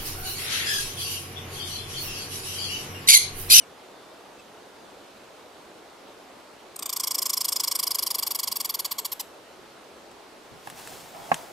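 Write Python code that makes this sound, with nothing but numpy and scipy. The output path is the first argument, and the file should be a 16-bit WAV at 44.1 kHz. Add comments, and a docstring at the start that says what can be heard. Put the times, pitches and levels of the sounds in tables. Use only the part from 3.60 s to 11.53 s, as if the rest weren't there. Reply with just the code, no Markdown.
"""A red squirrel on a log rattles: short falling notes swell, then slow down, and the forest echoes them.
Behind it are the soft hush of the forest, made of coloured noise, and a few faint whistled bird calls.
Each squirrel note is a train of uneven pulses and puffs of air through a closing throat and a mouth.
Near the end a walker wades through dry ferns, all shaped noise and crackling grains,
with hollow knocks close to the microphone, made of ringing modes, and sharp clicks and cracks of noise."""
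import sys
import numpy as np
from scipy import signal
from scipy.fft import rfft, irfft
from scipy.io import wavfile
from scipy.ndimage import uniform_filter1d

SR = 44100
rng = np.random.default_rng(int(sys.argv[2]) if len(sys.argv) > 2 else 0)


def unload_wav(signal):
    """Save mono or channel-first audio to the path in sys.argv[1] as 16-bit WAV at rate SR, clipped to [-1, 1]."""
    wavfile.write(
        sys.argv[1],
        SR,
        np.round(np.clip(np.atleast_2d(signal).T, -1, 1) * 32767).astype(np.int16),
    )


N = 349575
TIME = np.arange(N) / SR


def gain_of(db):
    """Decibels to amplitude."""
    return 10 ** (np.asarray(db) / 20)


def evened(x):
    """Scales to rms 1."""
    return x / np.sqrt(np.mean(x ** 2) + 1e-20)


def read(points, hz):
    """Reads a spectrum on a log-frequency axis."""
    f, value = np.transpose(points)
    return np.interp(np.log(hz + 1), np.log(f + 1), value)


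def follow(rows, t):
    """Reads every column of a curve table at t."""
    s, *columns = np.transpose(rows)
    return [np.interp(t, s, c) for c in columns]


def add(mix, s, sound):
    """Mixes a sound in at time s, dropping whatever falls outside the mix."""
    start = round(s * SR)
    sound = sound[..., max(-start, 0):]
    part = mix[..., max(start, 0):][..., :sound.shape[-1]]
    part += sound[..., :part.shape[-1]]


def panned(left_minus_right_db):
    """Left and right gains."""
    return gain_of([[left_minus_right_db / 2], [-left_minus_right_db / 2]])


def coloured(x, points, size=1024):
    """Causal minimum-phase filter with the given spectrum."""
    hz = abs(np.fft.fftfreq(size, 1 / SR))
    log_gain = np.log(gain_of(read(points, hz)))
    spectrum = np.exp(np.conj(signal.hilbert(log_gain)))
    taps = np.fft.ifft(spectrum).real[:size // 2]
    return signal.fftconvolve(x, taps)[:len(x)]


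def resonate(x, hz, width_hz):
    """A resonance of gain 1 that follows the curve hz."""
    turn = np.exp(2j * np.pi * np.cumsum(hz) / SR)
    r = np.exp(-np.pi * width_hz / SR)
    return 2 * (turn * signal.lfilter([1 - r], [1, -r], x / turn)).real


def noise(points, likeness, patchy_db, size=1024):
    """Stereo noise of rms 1 with a spectrum, a left-right likeness and drifting patches."""
    hz = np.fft.rfftfreq(size, 1 / SR)
    hop = size // 4
    a, b, c, d, patches = rng.standard_normal((5, N // hop + 5, len(hz)))
    patches = uniform_filter1d(patches, size=12, axis=0)
    patches = evened(uniform_filter1d(patches, size=12, axis=1))
    same = np.clip(read(likeness, hz), -1, 1)
    left = a + 1j * b
    right = same * left + np.sqrt(1 - same ** 2) * (c + 1j * d)
    z = np.array([left, right]) * gain_of(read(points, hz) + patchy_db * patches)
    return evened(signal.istft(z.swapaxes(1, 2), nperseg=size, noverlap=size - hop)[1][:, :N])


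# spectrum of the forest hush: hz [Hz], density_db [dB per Hz]
HUSH_COLOUR = [(15, -55), (25, -27), (70, -12.5), (130, -14), (307, -2.5), (382, -1), (620, -2),
               (791, -3.5), (1390, -8.5), (1820, -13), (3580, -15.5), (3880, -15.5), (11700, -28.5),
               (14600, -34.5), (15800, -43)]
# how alike the hush is at left and right: hz [Hz], likeness [-1 to 1]
HUSH_LIKENESS = [(60, 0.75), (150, 0.79), (380, 0.83), (950, 0.53), (2380, 0.52), (5980, 0.37),
                 (15000, 0.7)]
# lean of the hush: hz [Hz], left_minus_right_db [dB]
HUSH_LEAN = [(60, -0.19), (240, 0.0), (950, -0.099), (3770, -1.7), (15000, -0.042)]


def hush(level_db=-48):
    """Air in distant treetops: broad noise, slightly different at the two sides."""
    air = noise(HUSH_COLOUR, HUSH_LIKENESS, patchy_db=1.0)
    lean_db = read(HUSH_LEAN, np.fft.rfftfreq(N, 1 / SR))
    sides = gain_of([lean_db / 2, -lean_db / 2])
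    return gain_of(level_db) * irfft(rfft(air) * sides, N)


# faint bird calls: start_s [s], length_s [s], level_db [dB rms], start_hz [Hz], end_hz [Hz],
# overtone_db [dB]
BIRD_CALLS = [(-0.012, 0.059, -53, 3050, 2530, -4), (.22, 0.41, -69, 3580, 3500, -32),
              (0.788, 0.022, -55, 2620, 2520, -9), (1.1, 0.31, -69, 3516, 3510, -30),
              (7.597, .1, -61, 3330, 3280, -30)]


def birds():
    """Thin wavering whistles with two overtones, which droop at the end."""
    out = np.zeros(N)
    for start_s, length_s, level_db, start_hz, end_hz, overtone_db in BIRD_CALLS:
        u = np.arange(0, length_s, 1 / SR) / length_s
        waver = 0.011 * evened(uniform_filter1d(rng.standard_normal(len(u)), size=100))
        pitch_hz = (start_hz + (end_hz - start_hz) * u ** 3) * (1 + waver)
        phase = 2 * np.pi * np.cumsum(pitch_hz) / SR
        overtones = np.sin(2 * phase) + np.sin(3 * phase)
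        tone = np.sin(phase) + gain_of(overtone_db) * overtones
        add(out, start_s, gain_of(level_db) * evened(tone * np.sin(np.pi * u)))
    return out


def smeared(x, spread_s=0.000595, spacing_hz=2600, smear_db=-9, smear_s=0.00049):
    """The throat holds some overtones back longer; teeth and cheeks blur each note a little differently."""
    hz = np.fft.rfftfreq(len(x), 1 / SR)
    delay_s = spread_s * np.sin(np.pi * hz / spacing_hz) ** 2
    # the running sum of the delay over frequency is the phase lag
    x = irfft(rfft(x) * np.exp(-2j * np.pi * np.cumsum(delay_s) * hz[1]), len(x))
    t = np.arange(SR // 500) / SR
    trail = rng.standard_normal(len(t)) * np.exp(-t / smear_s)
    trail = coloured(trail, [(1000, -14), (5000, -7.5), (8000, 1.5)])
    trail *= gain_of(smear_db) / np.linalg.norm(trail)
    return x + signal.fftconvolve(x, trail)[:len(x)]


def vocal_folds(hz, rough, shimmer=0.23, jitter=0.018):
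    """Uneven pulses of up to 20 harmonics, blended with puffs of air as the voice roughens."""
    wobble, flutter, air = rng.standard_normal((3, len(hz)))
    hz = hz * (1 + jitter * evened(uniform_filter1d(wobble, size=30)))
    turns = np.cumsum(hz) / SR + rng.random()
    order = np.arange(1, 21)[:, None]
    audible = order * hz < SR / 2
    pulses = evened((np.cos(2 * np.pi * order * turns) * audible).sum(0))
    pulses = evened(smeared(pulses)) * (1 + shimmer * evened(uniform_filter1d(flutter, size=40)))
    # air hisses while the folds are open, mostly in the treble
    opening = 0.62 + np.exp(-(turns % 1) / 0.72)
    puffs = evened(coloured(air * opening, [(1000, -9.0), (4000, -4.5), (9000, 7), (13000, -3.5)]))
    return (1 - rough) * pulses + 1.63 * rough * puffs


# pitch within one note: share_of_note [0-1], pitch_factor [ratio]
PITCH_ARCH = [(0, 1.06), (.22, 1.09), (.5, 1), (.7, .95), (1, .9)]
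# the throat as a note starts: hz [Hz], gain_db [dB]
OPEN_THROAT = [(500, -22.5), (1000, -2), (1250, -4.5), (1700, -14), (2300, -8), (3400, -1), (4500, 1),
               (6400, -2.5), (8000, 0.5), (10500, -8), (12900, 3.5), (14500, -12), (15700, -7)]
# the throat as a note ends: hz [Hz], gain_db [dB]
SHUT_THROAT = [(500, -23), (930, -4), (1150, -3), (1800, -23), (2900, -10.5), (3900, -19), (4800, -2),
               (6300, -13), (7200, -5), (11000, -4), (12900, 4), (14500, -7.5), (15700, -15)]
# the mouth over the rattle, about which each note varies: time_s [s], resonance_hz [Hz],
# resonance_db [dB], brightness_db [dB], roughness [0-1]
MOUTH_SHAPE = [(3.16, 9200, 17, -3, 0), (3.23, 8640, -3, -3, 0), (3.28, 5300, 2, -3.5, 0.26),
               (3.45, 5380, 10, 0, 0.37), (3.9, 5230, 11.5, 0, 0.37), (4.4, 5010, 10, 3.5, 0.29),
               (5.05, 4940, 4.5, 2, 0.14), (5.35, 4250, 4.5, 1.5, 0.1), (5.62, 4070, -7, 4.5, 0.1)]


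def note(s, length_s, level_db, pitch_hz, depth, mouth_width_hz=600, mouth_glide=0.34,
         rise=0.37, fall=0.39, spill=.13, vary_db=1.35):
    """One squeak: the folds sound through a throat that closes as the pitch falls, then the mouth."""
    # u is the share of the note; the swell spills over both ends
    u = np.arange(-spill * length_s, (1 + 2 * spill) * length_s, 1 / SR) / length_s
    mouth_hz, mouth_db, bright_db, rough = follow(MOUTH_SHAPE, s)
    # the mouth never opens quite the same way twice
    mouth_db, bright_db = np.array([mouth_db, bright_db]) + vary_db * rng.standard_normal(2)
    arch = follow(PITCH_ARCH, u)[0] ** depth
    swell = np.clip((u + spill) / rise, 0, 1) * np.clip((1 + spill - u) / fall, 0, 1)
    drive = vocal_folds(pitch_hz * arch, rough) * np.sin(np.pi / 2 * swell) ** 2
    shut = np.clip((u - .3) / .5, 0, 1)
    voice = coloured(drive * (1 - shut), OPEN_THROAT) + coloured(drive * shut, SHUT_THROAT)
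    # the mouth resonance slides down with the pitch and rings most late in the note
    late = np.clip((u - .1) / .5, 0, 1)
    ring = resonate(voice * late, mouth_hz * arch ** mouth_glide, mouth_width_hz)
    voice += gain_of(mouth_db) * ring
    # a brighter mouth moves weight from the lower treble to the upper
    tilt = [(5500, 0), (8000, -.7 * bright_db), (10500, bright_db), (13000, 0.24 * bright_db)]
    voice = coloured(voice, tilt)
    loudness = np.sqrt(np.mean(voice[(u > 0) & (u < 1)] ** 2))
    return s - spill * length_s, gain_of(level_db) * voice / loudness


# the rattle's tempo sags slowly, then collapses: time_s [s], tempo [notes per s]
RATTLE_TEMPO = [(3.16, 32.84), (3.19, 29.86), (3.4, 27.53), (3.62, 26.75), (4.0, 26.02), (4.3, 25.62),
                (4.92, 23.53), (5.15, 19.89), (5.25, 15.21)]
# the last notes straggle out of step: start_s [s]
STRAGGLING_NOTES = [5.3823, 5.447, 5.517, 5.5956]
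# the voice swells and tires, and each note scatters about its pitch and arch: time_s [s],
# level_db [dB rms], pitch_hz [Hz], arch_depth [power]
VOICE_COURSE = [(3.16, -34.5, 1266, 1.3), (3.19, -33.5, 1100, 1.9), (3.225, -30, 1075, 1.62),
                (3.4, -26, 1046, 0.915), (3.65, -24.5, 1053, 1.06), (4.3, -24.5, 1029, 1.21),
                (4.8, -26.5, 1008, 1.49), (5.43, -27.6, 1022, 1.7), (5.6, -30.5, 915, 1.43)]
RATTLE_START_S, RATTLE_END_S = 3.1594, 5.34  # the notes in step lie between these
# a note's length at the full tempo, before the early cut; it stretches by a power as the tempo drops
NOTE_S, FULL_TEMPO_PER_S, STRETCH_POWER = .0168, 26, .37
# share cut from the first note, dying away as the voice warms up
CUT_SHORT, WARM_UP_S = .48, .11
PITCH_SCATTER, ARCH_SCATTER = 0.0079, .12  # chance from note to note, as shares


def squirrel():
    """The rattle: each note follows the last at the sagging tempo, and slower notes last longer."""
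    starts = [RATTLE_START_S]
    while (s := starts[-1] + 1 / follow(RATTLE_TEMPO, starts[-1])[0]) < RATTLE_END_S:
        starts.append(s)
    out = np.zeros(N)
    for s in starts + list(STRAGGLING_NOTES):
        level_db, pitch_hz, depth = follow(VOICE_COURSE, s)
        length_s = NOTE_S * (FULL_TEMPO_PER_S / follow(RATTLE_TEMPO, s)[0]) ** STRETCH_POWER
        length_s *= 1 - CUT_SHORT * np.exp((RATTLE_START_S - s) / WARM_UP_S)
        pitch_hz *= 1 + PITCH_SCATTER * rng.standard_normal()
        depth *= 1 + ARCH_SCATTER * rng.standard_normal()
        add(out, *note(s, length_s, level_db, pitch_hz, depth))
    return out


def nearby(x, level_db, fade_s, count=24):
    """Close surfaces throw back a scatter of quick echoes, different for each side."""
    taps = np.zeros((2, SR // 40))
    at = rng.integers(10, taps.shape[1], (2, count))
    at[:, :count // 2] //= 6  # half of them crowd in early
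    echoes = rng.choice([-1, 1], at.shape) * np.exp(-at / SR / fade_s)
    np.put_along_axis(taps, at, echoes, 1)
    taps /= np.linalg.norm(taps, axis=1, keepdims=True)
    return gain_of(level_db) * signal.oaconvolve(x * np.ones((2, 1)), taps, axes=1)[:, :N]


# how long the forest rings: hz [Hz], t60_s [s]
FOREST_RING = [(200, 0.9), (1000, 0.93), (5000, 0.23), (10000, 0.53), (16000, 0.3)]
# colour of that ring: hz [Hz], gain_db [dB]
FOREST_TONE = [(200, 3), (1000, 2), (3000, 7.5), (5000, -0.5), (7000, 2.5), (11000, -2), (16000, -6)]


def forest(x, level_db, same=0.77, first_db=5, first_s=.04):
    """Trunks scatter the sound: the nearest strongly, then a tail whose treble dies sooner than its bass."""
    a, b = rng.standard_normal((2, SR)) * (rng.random((2, SR)) < .1)
    sides = [a, same * a + np.sqrt(1 - same ** 2) * b]
    hz, t, z = signal.stft(sides, SR, nperseg=256)
    decay = np.exp(-np.log(1000) * t / read(FOREST_RING, hz)[:, None])
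    tone = gain_of(read(FOREST_TONE, hz)[:, None] + first_db * np.exp(-t / first_s))
    z *= decay * tone * np.clip(t / 0.0048, 0, 1)
    tail = signal.istft(z, SR, nperseg=256)[1]
    tail /= np.linalg.norm(tail[0])
    return gain_of(level_db) * signal.fftconvolve(x[None], tail, axes=1)[:, :N]


# sharp clicks and cracks, some of them the bright edge of a knock: start_s [s], level_db [dB],
# left_minus_right_db [dB]
SHARP_CLICKS = [(6.514, -50, 6), (7.073, -39, -2), (7.100, -33.5, -1), (7.274, -34, 0), (7.743, -24.5, 1)]
# colour of a click: hz [Hz], gain_db [dB]
CLICK_TONE = [(200, -6), (1000, 7.5), (2400, 6), (3500, 5), (4500, -5), (5600, -0.5), (8000, 5),
              (11000, -1), (15500, -14)]


def clicks(crack_s=0.0019, trail_s=0.01, trail_db=-15):
    """Sharp clicks and cracks: a short burst of noise with a fainter, longer trail."""
    out, t = np.zeros((2, N)), np.arange(SR // 10) / SR
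    shape = np.exp(-t / crack_s) + gain_of(trail_db) * np.exp(-t / trail_s)
    for start_s, level_db, lean_db in SHARP_CLICKS:
        click = coloured(shape * rng.standard_normal(len(t)), CLICK_TONE)
        add(out, start_s, gain_of(level_db) * panned(lean_db) * click)
    return out


def surge(s, level_db, rise_db_per_s, fade_db_per_s):
    """A gain that climbs to its peak at time s and fades."""
    return gain_of(level_db - np.maximum(rise_db_per_s * (s - TIME), fade_db_per_s * (TIME - s)))


# the boots press on the soft ground: peak_s [s], level_db [dB]
BOOT_STEPS = [(6.92, -50), (7.06, -57), (7.12, -54), (7.325, -51), (7.595, -50), (7.73, -50)]
FOOT_RISE_DB_PER_S, FOOT_FADE_DB_PER_S = 1500, 220
# the fronds are swept aside: peak_s [s], level_db [dB], rise [dB per s], fade [dB per s]
FROND_SWEEPS = [(7.07, -49.5, 200, 60), (7.185, -44.5, 190, 40), (7.31, -44.5, 50.3, 33),
                (7.77, -45.5, 30, 60)]
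# colour of the fronds: hz [Hz], density_db [dB per Hz]
FROND_COLOUR = [(150, -14), (400, -2), (800, 6.5), (1500, -1.5), (2500, -2), (4000, -2.5), (7000, -3),
                (10000, -5.5), (15500, -10)]
# colour of the boots: hz [Hz], density_db [dB per Hz]
BOOT_COLOUR = [(25, -14), (70, -7), (150, 3), (250, -2.5), (500, -18), (1200, -30.5), (4000, -60)]
# colour of the hollow rubbing: hz [Hz], density_db [dB per Hz]
RUBBING_COLOUR = [(200, -26), (520, -13), (660, 1.5), (820, -0.5), (1000, -10.5), (2500, -21), (6000, -44)]
# dull tread and rubbing that go with every swish
TREAD_IN_SWISH_DB, RUB_IN_SWISH_DB = -11, -9


def ferns(crackles_per_s=500, crackle_db=-7):
    """Dry fronds swish and crackle over the dull tread of boots and a hollow rubbing."""
    sweep = np.max([surge(*row) for row in FROND_SWEEPS], axis=0)
    weight = np.max([surge(s, db, FOOT_RISE_DB_PER_S, FOOT_FADE_DB_PER_S) for s, db in BOOT_STEPS], axis=0)
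    # a hollow rubbing starts suddenly between two sweeps and dies away
    rubbing = surge(7.55, level_db=-43.5, rise_db_per_s=600, fade_db_per_s=18)
    struck = rng.random((2, N)) < crackles_per_s / SR
    grains = struck * gain_of(4 * np.minimum(rng.exponential(1, (2, N)), 4))
    grains *= rng.choice([-1, 1], (2, N))
    # each side also hears the other's crackles at half strength
    crackle = evened(np.array([coloured(g, FROND_COLOUR) for g in grains + .5 * grains[::-1]]))
    swish = noise(FROND_COLOUR, [(300, 0.37), (1000, 0.31), (3000, 0.97), (12000, 0.78)], patchy_db=1.0)
    swish += gain_of(crackle_db) * crackle
    tread = noise(BOOT_COLOUR, [(50, .1), (200, 0.34)], patchy_db=1.5)
    rub = noise(RUBBING_COLOUR, [(500, 0.24), (1500, .3)], patchy_db=2.0)
    tread_gain = np.hypot(weight, gain_of(TREAD_IN_SWISH_DB) * sweep)
    rub_gain = np.hypot(rubbing, gain_of(RUB_IN_SWISH_DB) * sweep)
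    return sweep * swish + tread_gain * tread + rub_gain * rub


# hollow knocks close to the microphone: start_s [s], level_db [dB], left_minus_right_db [dB]
HOLLOW_KNOCKS = [(7.0715, -33, -5), (7.0738, -30.5, 0.5), (7.124, -38, 2), (7.548, -36.5, -1),
                 (7.7160, -9, -4), (7.7198, -13.5, 1)]
# modes the knocks ring with: pitch_hz [Hz], level_db [dB], t60_s [s], left_minus_right_db [dB]
KNOCK_MODES = [(135, -18.5, 0.12, -1), (168, -14.5, 0.12, 7), (240, -21, 0.061, 4), (703, -4.5, 0.036, 4),
               (803, 0, 0.025, -5), (1074, -5, .038, -6), (1660, -4.5, 0.015, 6), (2100, -11.5, 0.017, -5),
               (2880, -23, 0.013, 0)]
# the dense thud of each blow: hz [Hz], gain_db [dB]
THUD_TONE = [(60, -37), (200, -9), (480, -20), (750, -2), (1080, 2), (1350, -14), (2300, -9), (3200, -24),
             (8000, -36), (15000, -46)]


def knocks(contact_s=0.00059, lag_s=0.00016, thud_db=-7, thud_s=0.0057, low_hz=130):
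    """Blunt blows thud and set short modes ringing; the sound reaches the right side first."""
    out, t = np.zeros((2, N)), np.arange(SR // 4) / SR
    t = np.maximum(t - np.array([[lag_s], [0]]), 0)
    ring = np.zeros(t.shape)
    for hz, db, t60_s, lean_db in KNOCK_MODES:
        decay = np.exp(-np.log(1000) * t / t60_s)
        ring += gain_of(db) * panned(lean_db) * decay * np.sin(2 * np.pi * hz * t)
    for start_s, level_db, lean_db in HOLLOW_KNOCKS:
        thud = np.array([evened(coloured(z, THUD_TONE)) for z in rng.standard_normal(t.shape)])
        blow = ring + gain_of(thud_db) * thud * np.exp(-t / thud_s)
        blow *= 1 - np.exp(-t / contact_s)  # blunt contact softens the onset
        add(out, start_s, gain_of(level_db) * panned(lean_db) * blow)
    # a high-pass keeps the knocks free of deep bass
    return signal.sosfilt(signal.butter(3, low_hz, "highpass", fs=SR, output="sos"), out)


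def scene():
    """The squirrel straight ahead, the walker after it, the forest around both."""
    background = hush() + birds()
    rattle = squirrel()
    calls = rattle + nearby(rattle, level_db=-10.5, fade_s=0.0049) + forest(rattle, level_db=-15.5)
    blows = clicks() + knocks()
    blow_echoes = nearby(blows, level_db=-9, fade_s=0.0073) + forest(blows.mean(0), level_db=-27)
    return background + calls + ferns() + blows + blow_echoes


def record(dry, edge_hz=15650):
    """The band limit of the recorder: a steep low-pass without delay."""
    taps = signal.firwin(401, edge_hz, window=("kaiser", 9), fs=SR)
    return signal.oaconvolve(dry, taps[None], "same")


dry = scene()
out = record(dry)
unload_wav(out)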